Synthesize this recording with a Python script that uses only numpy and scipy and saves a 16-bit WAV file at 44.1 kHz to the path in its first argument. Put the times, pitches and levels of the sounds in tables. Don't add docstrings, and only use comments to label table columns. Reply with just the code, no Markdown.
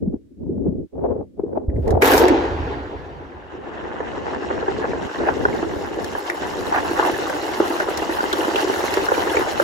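import sys
import numpy as np
from scipy import signal
from scipy.fft import rfft, irfft, next_fast_len
from scipy.io import wavfile
from scipy.ndimage import uniform_filter1d, map_coordinates

SR = 44100
rng = np.random.default_rng(int(sys.argv[2]) if len(sys.argv) > 2 else 0)


def dump_mix(stems):
    frames = np.atleast_2d(stems).T
    limited = np.clip(frames, -1, 1)
    pcm = np.round(limited * 32767).astype(np.int16)
    wavfile.write(sys.argv[1], SR, pcm)


N = 424683
TOP_HZ = 15900
PORT_LAG_S = .00035
LOW_RING_HZ, HIGH_RING_HZ = 855, 1473

# (frequency [Hz], relative level [dB])
ROAR_SPECTRUM = [(201, -21), (275, -2), (448, -1), (612, -10), (854, -8), (1190, -18), (1660, -17.5),
                 (2310, -24), (2870, -25), (8730, -41), (14800, -32.5), (16000, -55)]
RUBBLE_SPECTRUM = [(215, -21.5), (300, -0.5), (350, 2.5), (419, -1.5), (636, -5.5), (847, -3.5),
                   (1270, -12.5), (1770, -12), (2340, -26.5), (2600, -22), (3380, -44.5), (5720, -120)]
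GRAVEL_SPECTRUM = [(1180, -29), (2000, 3.5), (2340, -13), (2810, -2), (3400, -10), (3950, -7),
                   (4900, -10.5), (5600, -7), (6100, -11.5), (6850, -9.5), (8630, -19), (10800, -16),
                   (14300, -20.5), (16000, -23.5)]


def amp(db):
    return 10 ** (np.asarray(db) / 20)


def unit(x):
    return x / np.sqrt(np.mean(x ** 2) + 1e-20)


def along(points, hz):
    frequencies, values = np.transpose(points)
    return np.interp(np.log(hz + 1), np.log(frequencies), values)


def wobble(rate):
    knots = rng.standard_normal(int(N * rate / SR) + 4)
    return map_coordinates(knots, [np.arange(N) * rate / SR])


def held(start_s, level_db, hold_s, release, attack=2500):
    t = np.arange(N) / SR - start_s
    return amp(level_db + attack * np.minimum(t, 0) - release * np.maximum(t - hold_s, 0))


def swell(hz, cycles):
    t = np.arange(-SR // 25, SR // 25) / SR
    return t, np.hanning(len(t)) / np.cosh(t * hz / cycles)


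def add(track, s, sound):
    start = max(round(s * SR), 0)
    track[:, start:start + sound.shape[1]] += sound[:, :max(N - start, 0)]


def coloured(x, gain):
    size = 8192
    cepstrum = irfft(np.log(np.maximum(gain(np.fft.rfftfreq(size, 1 / SR)), 1e-6)))
    cepstrum[1:size // 2] *= 2
    cepstrum[size // 2 + 1:] = 0
    response = irfft(np.exp(rfft(cepstrum)))
    return signal.fftconvolve(np.atleast_2d(x), response[None], axes=1)[:, :x.shape[-1]]


def band(spectrum, low_hz, high_hz, order=8):
    def gain(hz):
        low_cut = 1 + (low_hz / (hz + 1)) ** (2 * order)
        high_cut = 1 + (hz / high_hz) ** (2 * order)
        return amp(along(spectrum, hz)) / np.sqrt(low_cut * high_cut)
    return gain


def burst(t60, gain):
    t = np.arange(SR // 8) / SR
    puff = coloured(rng.standard_normal((2, len(t))) * amp(-60 * t / t60), gain)
    return puff / np.abs(puff).max()


def impacts(rate, spread_db, wash):
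    count = int(rate * N / SR)
    when, size, lag, sign, side = rng.random((count, 5)).T
    push = np.sign(sign - .5) * amp(-spread_db * np.log(size + 0.015))
    at = (when * (N - 1)).astype(int)
    mid = np.bincount(at, push, N)
    across = np.bincount(at + (lag * 20).astype(int), push * (side - .5), N)[:N]
    return np.array([unit(mid), unit(across)]) + wash * rng.standard_normal((2, N))


def widen(mid, side):
    # (frequency [Hz], side gain [dB])
    width = [(99, -10), (160, -6), (270, -10.5), (450, -14.5), (690, -4), (860, 2.5), (1150, -4),
             (1470, 3.5), (1850, -1.5), (3330, 0.5), (5500, -4), (15000, -5)]
    side = coloured(side, lambda hz: amp(along(width, hz)))[0]
    return np.array([mid + side, mid - side])


def spread(pair, gain, crossing=0):
    spectra = signal.stft(pair, nperseg=512)[2]
    patches = uniform_filter1d(rng.standard_normal(spectra.shape[1:]), size=5, axis=0)
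    patches = uniform_filter1d(patches, size=5, axis=1)
    faded = signal.istft(spectra * amp(2 * unit(patches)), nperseg=512)[1][:, :N]
    mid, side = coloured(faded, gain)
    side = np.sqrt(abs(1 - crossing ** 2)) * side + crossing * np.roll(mid, round(PORT_LAG_S * SR))
    return widen(mid, side) / np.std(mid)


def hiss():
    # (frequency [Hz], relative level [dB])
    spectrum = [(2000, -2.5), (8000, -8), (14000, -14.5)]
    return amp(-75) * unit(coloured(rng.standard_normal((2, N)), lambda hz: amp(along(spectrum, hz))))


def wind_strength():
    # (start [s], length [s], buffet level [dB], flutter level [dB])
    gusts = [(0.01, 0.11, -24.5, -63.5), (0.126, 0.021, -25.5, -52), (0.404, 0.43, -23, -58),
             (0.646, 0.052, -18, -47), (0.939, 0.29, -26.5, -40.5), (1.032, 0.038, -26, -33.5),
             (1.098, 0.018, -32, -33), (1.391, 0.017, -27, -41.5), (1.413, 0.26, -30.5, -47.5),
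             (1.527, 0.014, -32, -38.5), (1.558, 0.023, -27, -30), (1.669, 0.18, -24.5, -48.5),
             (1.845, 0.18, -23.5, -31)]
    # (time [s], relative level [dB])
    late_wind = [(3.55, -45), (4.2, -40), (4.85, -35.5), (5.5, -33.5), (5.9, -39), (6.9, -38.5), (7.4, -43),
                 (9.55, -40)]
    # (time [s], half length [s], depth [dB])
    lulls = [(0.898, 0.029, 21), (5.122, 0.055, 15), (6.29, 0.11, 13)]
    rise, fall = 379.5, 350.5
    breeze_db, arch_db, flutter_swing = -45, 5.5, 1.9
    t = np.arange(N) / SR
    times, levels = np.transpose(late_wind)
    late = amp(np.interp(t, times, levels) + 7) * held(times[0], 0, N / SR, 0, attack=rise)
    buffet = np.maximum(late, amp(breeze_db))
    flutter = late * amp(-18) + amp(-91.5)
    for start, length, buffet_db, flutter_db in gusts:
        arch = amp(-arch_db * np.clip(2 * (t - start) / length - 1, -1, 1) ** 2)
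        gust = arch * held(start, 0, length, fall, attack=rise)
        buffet = np.hypot(buffet, amp(buffet_db) * gust)
        flutter = np.hypot(flutter, amp(flutter_db) * gust ** flutter_swing)
    lull = amp(-sum(db * np.exp(-((t - s) / half) ** 4) for s, half, db in lulls))
    return buffet * lull, flutter * lull


def wind():
    # (frequency [Hz], relative level [dB])
    buffet_spectrum = [(25, -19), (75, 3), (140, -6.5), (270, 2.5), (400, -4.5), (600, -15.5), (900, -20.5)]
    flutter_spectrum = [(600, 9.5), (850, 3.5), (1200, -14), (2000, -32), (4000, -52.5), (15000, -63.5)]
    # (time [s], relative level [dB], centre frequency [Hz])
    eddy_slaps = [(0.079, -4, 203), (0.141, -8, 267), (0.496, -7.5, 356), (0.58, -12, 234), (0.67, -8, 350),
                  (0.687, -7, 187), (1.045, -9, 400), (1.163, -10, 460), (1.396, -9.5, 353),
                  (1.437, -4, 387), (1.531, -15, 380), (1.575, -10.5, 343), (1.949, -14, 480)]
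    buffet, flutter = wind_strength()
    slaps, surge = np.zeros((2, N)), np.ones((2, N))
    for s, db, hz in eddy_slaps:
        t, push = swell(hz, cycles=0.82)
        phase = 2 * np.pi * rng.random() + rng.uniform(-0.87, 0.53, (2, 1))
        add(slaps, s + 0.0021 + t[0], amp(db - 6.5) * push * np.cos(2 * np.pi * hz * t + phase))
        add(surge, s + 0.0026 + t[0], push[None])
    eddies = amp(1.8 * wobble(70) + 1.8 * np.array([wobble(90), wobble(90)]))
    stir = lambda gain: unit(eddies * coloured(rng.standard_normal((2, N)), gain))
    slow = amp(-2) * buffet * stir(band(buffet_spectrum, 20, 430))
    blend = buffet * (flutter / (buffet + 1e-9)) ** 0.54
    medium = amp(8.5) * blend * stir(band(buffet_spectrum, 398, 618))
    crackles = unit(amp(3.7 * wobble(170)))
    fast = amp(5.5) * flutter * surge * crackles * stir(band(flutter_spectrum, 610, TOP_HZ))
    return (slow + medium + fast + slaps) * amp([[.6], [-.6]])


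def port_clonks():
    # (time [s], peak level [dB], resonance [Hz])
    jolts = [(4.007, -23, LOW_RING_HZ), (4.503, -19, LOW_RING_HZ), (4.68, -11, LOW_RING_HZ),
             (5.205, -21.5, HIGH_RING_HZ), (5.286, -10, LOW_RING_HZ), (5.452, -4, HIGH_RING_HZ),
             (6.151, -21, LOW_RING_HZ), (6.18, -19, LOW_RING_HZ), (6.298, -17, HIGH_RING_HZ),
             (6.724, -10.5, LOW_RING_HZ), (6.9953, -7, HIGH_RING_HZ), (7.8, -14, HIGH_RING_HZ),
             (8.187, -12, LOW_RING_HZ), (8.205, -11.5, HIGH_RING_HZ), (8.33, -12, HIGH_RING_HZ),
             (8.448, -16, HIGH_RING_HZ), (8.579, -14, LOW_RING_HZ), (8.698, -12, LOW_RING_HZ),
             (9.086, -8, HIGH_RING_HZ), (9.117, -11, LOW_RING_HZ), (9.372, -12.5, LOW_RING_HZ),
             (9.598, -8.5, HIGH_RING_HZ)]
    cycles_to_peak = 2.9
    out, t = np.zeros((2, N)), np.arange(SR // 25) / SR
    for s, db, hz in jolts:
        age = t * hz / cycles_to_peak
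        phase = rng.normal(0, 0.14, (2, 1)) + np.pi * np.arange(2)[:, None]
        add(out, s, amp(db) * age * np.exp(1 - age) * np.sin(2 * np.pi * hz * t + phase))
    return out


def hills(x):
    # (frequency [Hz], reverberation time [s])
    decay_times = [(150, 0.56), (8000, 0.062)]
    hz, t, spectra = signal.stft(rng.standard_normal((2, SR)), SR, nperseg=256)
    decay = amp(-60 * t / along(decay_times, hz)[:, None])
    tail = signal.istft(spectra * decay, SR, nperseg=256)[1]
    return signal.fftconvolve(x, tail / np.linalg.norm(tail[0]), axes=1)[:, :N]


def ground():
    # (frequency [Hz], relative level [dB])
    rumble = [(20, -32), (42, -4.5), (55, 0.5), (77, 4), (105, -4), (220, -14.5), (400, -63)]
    # (time [s], relative level [dB])
    shocks = [(1.682, -8.5), (1.741, -14), (1.761, -12.5), (1.791, -11.5), (1.858, -15), (1.905, -13),
              (1.937, -6.5), (1.968, -16)]
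    thump_hz, t60_s, attack_s = 74, 0.085, 0.0034
    tremor = spread(rng.standard_normal((2, N)), lambda hz: amp(along(rumble, hz)))
    heave = held(start_s=1.75, level_db=-30.5, hold_s=0.87, release=20) * tremor
    t = np.arange(SR // 8) / SR
    envelope = amp(-60 * t / t60_s) * (1 - np.exp(-t / attack_s))
    for s, db in shocks:
        hz = thump_hz * np.exp(rng.normal(0, 0.13))
        thump = envelope * np.sin(2 * np.pi * hz * t)
        add(heave, s, amp(db + 3) * thump[None])
    return heave * amp([[-1.3], [1.3]])


def pebbles(rate, pitch_hz, cycles, spread_db):
    count = int(rate * N / SR)
    when, size, lag, side = rng.random((count, 4)).T[:, :, None]
    hz = np.clip(pitch_hz * np.exp(.4 * rng.standard_normal((count, 1))), 1200, 7000)
    samples = np.arange(SR // 50)
    t = samples / SR
    strength = amp(-spread_db * np.log(size + 0.023)) * (pitch_hz / hz) ** .5
    ring = strength * np.sin(2 * np.pi * hz * t) * np.exp(-hz * t / cycles) * (1 - np.exp(-hz * t))
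    at = (when * N).astype(int) + samples
    left = np.bincount(at.ravel(), (ring * np.sqrt(side)).ravel(), N)[:N]
    right = np.bincount((at + (lag * 10).astype(int)).ravel(), (ring * np.sqrt(1 - side)).ravel(), N)[:N]
    return unit(np.array([left, right]))


def rock_flow():
    # (time [s], level [dB])
    flow = [(3.3, -62.5), (3.6, -54.5), (3.95, -48), (4.45, -44.5), (5.85, -45.5), (6.6, -42.5),
            (7.0, -37.5), (7.3, -39.5), (8.05, -39.5), (8.45, -35.5), (9.6, -37.5)]
    # (start [s], length [s], stone level [dB], boulder level [dB])
    showers = [(3.645, 0.38, -42.5, -48), (4.507, 0.11, -34.5, -35), (4.837, 0.014, -26.5, -36),
               (5.2, 0.06, -32, -32), (5.267, 0.024, -25, -27), (5.455, 0.18, -41, -37),
               (6.728, 0.055, -21.5, -35), (6.83, .07, -28.5, -39), (6.958, 0.14, -24.5, -32.5)]
    full_flow_db, sand_free_s = -37, 5.68
    flow_rise, sand_rise = 60.5, 17
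    t = np.arange(N) / SR
    times, levels = np.transpose(flow)
    flow_db = np.interp(t, times, levels) - full_flow_db + flow_rise * np.minimum(t - times[0], 0)
    boulders = amp(-27 + 0.92 * flow_db)
    stones = amp(-29 + 0.76 * flow_db)
    gravel = amp(-37.5 + flow_db)
    sand = amp(-48.5 + 1.4 * flow_db + sand_rise * np.minimum(t - sand_free_s, 0))
    for start, length, stones_db, boulders_db in showers:
        shower = held(start, 0, length, release=380, attack=900)
        stones = np.hypot(stones, amp(stones_db) * shower)
        boulders = np.hypot(boulders, amp(boulders_db) * shower)
    return boulders, stones, gravel, sand


def avalanche():
    boulders, stones, gravel, sand = rock_flow()
    clumps = wobble(35)
    fine = gravel * (sand / (gravel + 1e-9)) ** 0.25
    thuds = boulders * spread(impacts(110, 2.2, wash=0.72), band(RUBBLE_SPECTRUM, 263, 626))
    clatter = stones * spread(impacts(220, 2.6, wash=0.98), band(RUBBLE_SPECTRUM, 633, 2620))
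    rattle = amp(-2) * gravel * spread(impacts(500, 3.3, wash=1), band(GRAVEL_SPECTRUM, 2090, 3540))
    grit = fine * spread(impacts(900, 3.9, wash=1.26), band(GRAVEL_SPECTRUM, 3340, 7980))
    clacks = fine * pebbles(rate=70, pitch_hz=2700, cycles=8, spread_db=5.2)
    trickle = sand * amp(2.5 * wobble(40))
    fizz = trickle * spread(impacts(560, 4.2, wash=1), band(GRAVEL_SPECTRUM, 8500, TOP_HZ))
    return (thuds + clatter) * amp(1.18 * clumps) + (rattle + grit + clacks + fizz) * amp(1.43 * clumps)


def landings():
    # (time [s], level [dB], pitch [Hz])
    falls = [(4.003, -15.5, 440), (4.503, -12.5, 382), (4.627, -14.5, 454), (4.682, -10.5, 387),
             (4.841, -11, 474), (4.932, -14, 450), (5.233, -14, 320), (5.287, -11, 804), (5.452, -8.5, 407),
             (5.627, -11.5, 330), (5.986, -18, 438), (6.151, -16, 827), (6.911, -11, 328),
             (6.994, -11.5, 865), (7.095, -11, 330), (7.296, -16, 556), (7.6, -1.5, 340),
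             (7.702, -11.5, 325), (7.8, -12.5, 596), (7.885, -13, 390), (8.092, -11, 325),
             (8.333, -12.5, 349), (8.411, -11, 420), (8.48, -9, 323), (8.557, -10.5, 417),
             (8.673, -12, 370), (8.697, -9.5, 390), (8.837, -10.5, 360), (8.971, -6.5, 395),
             (9.117, -9, 520), (9.271, -11.5, 400), (9.346, -13, 513), (9.369, -7, 397), (9.598, -8, 560)]
    t60_s, attack_s, crunch_db_per_octave = 0.044, 0.00072, 5
    out, t = np.zeros((2, N)), np.arange(SR // 8) / SR
    for s, db, hz in falls:
        age = np.maximum(t - rng.uniform(0, 0.00033, (2, 1)), 0)
        ring = np.sin(2 * np.pi * hz * age) * amp(-60 * age / t60_s) * (1 - np.exp(-age / attack_s))
        knock = coloured(ring, lambda f: 1 / np.sqrt(1 + (250 / (f + 1)) ** 8))
        crunch_db = -4.5 + crunch_db_per_octave * np.log2(hz / 400)
        crunch = amp(crunch_db) * burst(t60=0.047, gain=band(RUBBLE_SPECTRUM, 400, 2100))
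        add(out, s, amp(db) * (knock + widen(*crunch)))
    return out


def chips():
    # (time [s], snap level [dB], relative clack level [dB], clack pitch [Hz])
    splits = [(1.697, -64, 16, 1800), (1.76, -68.5, 23, 1870), (1.877, -32.5, -4, 1900),
              (1.906, -28, -4, 1620), (2.0215, -16.5, 5.5, 1955), (2.136, -12.5, -8.5, 1590),
              (2.178, -12, -8, 1810), (2.2817, -17, -2.5, 2030), (6.044, -23, -7, 1640),
              (6.2985, -24, 7.5, 2000), (7.298, -28, 3, 1750), (7.801, -29.5, 9, 1600),
              (7.9738, -17, -13, 1970), (8.328, -17, 0, 3520), (8.558, -24.5, 6.5, 2900),
              (8.94, -18.5, -3, 1840), (9.3677, -22, 6.5, 2200)]
    out = np.zeros((2, N))
    for s, db, clack_db, hz in splits:
        snap = burst(t60=0.041, gain=band(GRAVEL_SPECTRUM, 3500, TOP_HZ))
        resonance = lambda f: (1 + (2 * (f / hz - hz / (f + 1))) ** 2) ** -2
        clack = amp(clack_db + 6) * burst(t60=0.031, gain=resonance)
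        add(out, s, amp(db) * (snap + clack))
    return out


def fracture():
    crackle = spread(impacts(500, 4, wash=.6), band(ROAR_SPECTRUM, 1300, 7000, order=2))
    envelope = held(start_s=1.872, level_db=-47.5, hold_s=-0.06, release=110, attack=259)
    return envelope * amp(2.5 * wobble(80)) * crackle


def booms():
    # (time [s], peak level [dB], centre frequency [Hz])
    pockets = [(2.113, -12, 480), (2.219, -6, 451), (2.238, -5.5, 358), (2.264, -6, 383),
               (2.309, -6.5, 322), (2.325, -11.5, 260)]
    out, lag = np.zeros((2, N)), np.array([[PORT_LAG_S], [0]])
    for s, db, hz in pockets:
        t, push = swell(hz, cycles=1.4)
        add(out, s + t[0], amp(db) * push * np.cos(2 * np.pi * (hz * (t - lag) + rng.random())))
    return out


def blast():
    arrival_s, surge_s, echo_s = 2.022, 2.24, 2.73
    crossing, air_loss_db_per_hz = .35, .0014
    t = np.arange(N) / SR
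    surge = amp(4.5 * np.exp(-((t - surge_s) / .035) ** 2))
    pulsing = amp(.8 * wobble(110))
    roar = spread(impacts(400, 1.3, wash=0.86), band(ROAR_SPECTRUM, 200, 1036))
    roar *= held(arrival_s, level_db=-17.5, hold_s=0.32, release=130)
    crackle = spread(impacts(800, 3, wash=.85), band(ROAR_SPECTRUM, 854, 7000), crossing)
    crackle *= held(arrival_s, level_db=-20, hold_s=0.14, release=67)
    tearing = spread(impacts(1200, 4.4, wash=.7), band(ROAR_SPECTRUM, 5700, TOP_HZ))
    tearing *= held(arrival_s, level_db=-30, hold_s=0.17, release=300)
    dulled = lambda hz: band(ROAR_SPECTRUM, 170, 7500)(hz) * amp(-air_loss_db_per_hz * hz)
    roll = spread(rng.standard_normal((2, N)), dulled, crossing)
    roll *= held(arrival_s, level_db=-23, hold_s=0.36, release=19.4)
    echo = amp(2.5 * np.exp(-((t - echo_s) / 0.06) ** 2))
    return roar * surge + (crackle + tearing) * pulsing + roll * echo


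def scene():
    rocks = landings() + chips()
    background = hiss() + wind()
    explosion = ground() + fracture() + blast() + booms()
    return background + explosion + avalanche() + rocks + port_clonks() + amp(-12.5) * hills(rocks)


def record(dry):
    rounded = dry / (1 + np.abs(dry / .95) ** 6) ** (1 / 6)
    size = next_fast_len(N + SR // 2)
    passband = np.fft.rfftfreq(size, 1 / SR) < TOP_HZ
    return irfft(rfft(rounded, size) * passband, size)[:, :N]


dry = scene()
out = record(dry)
dump_mix(out)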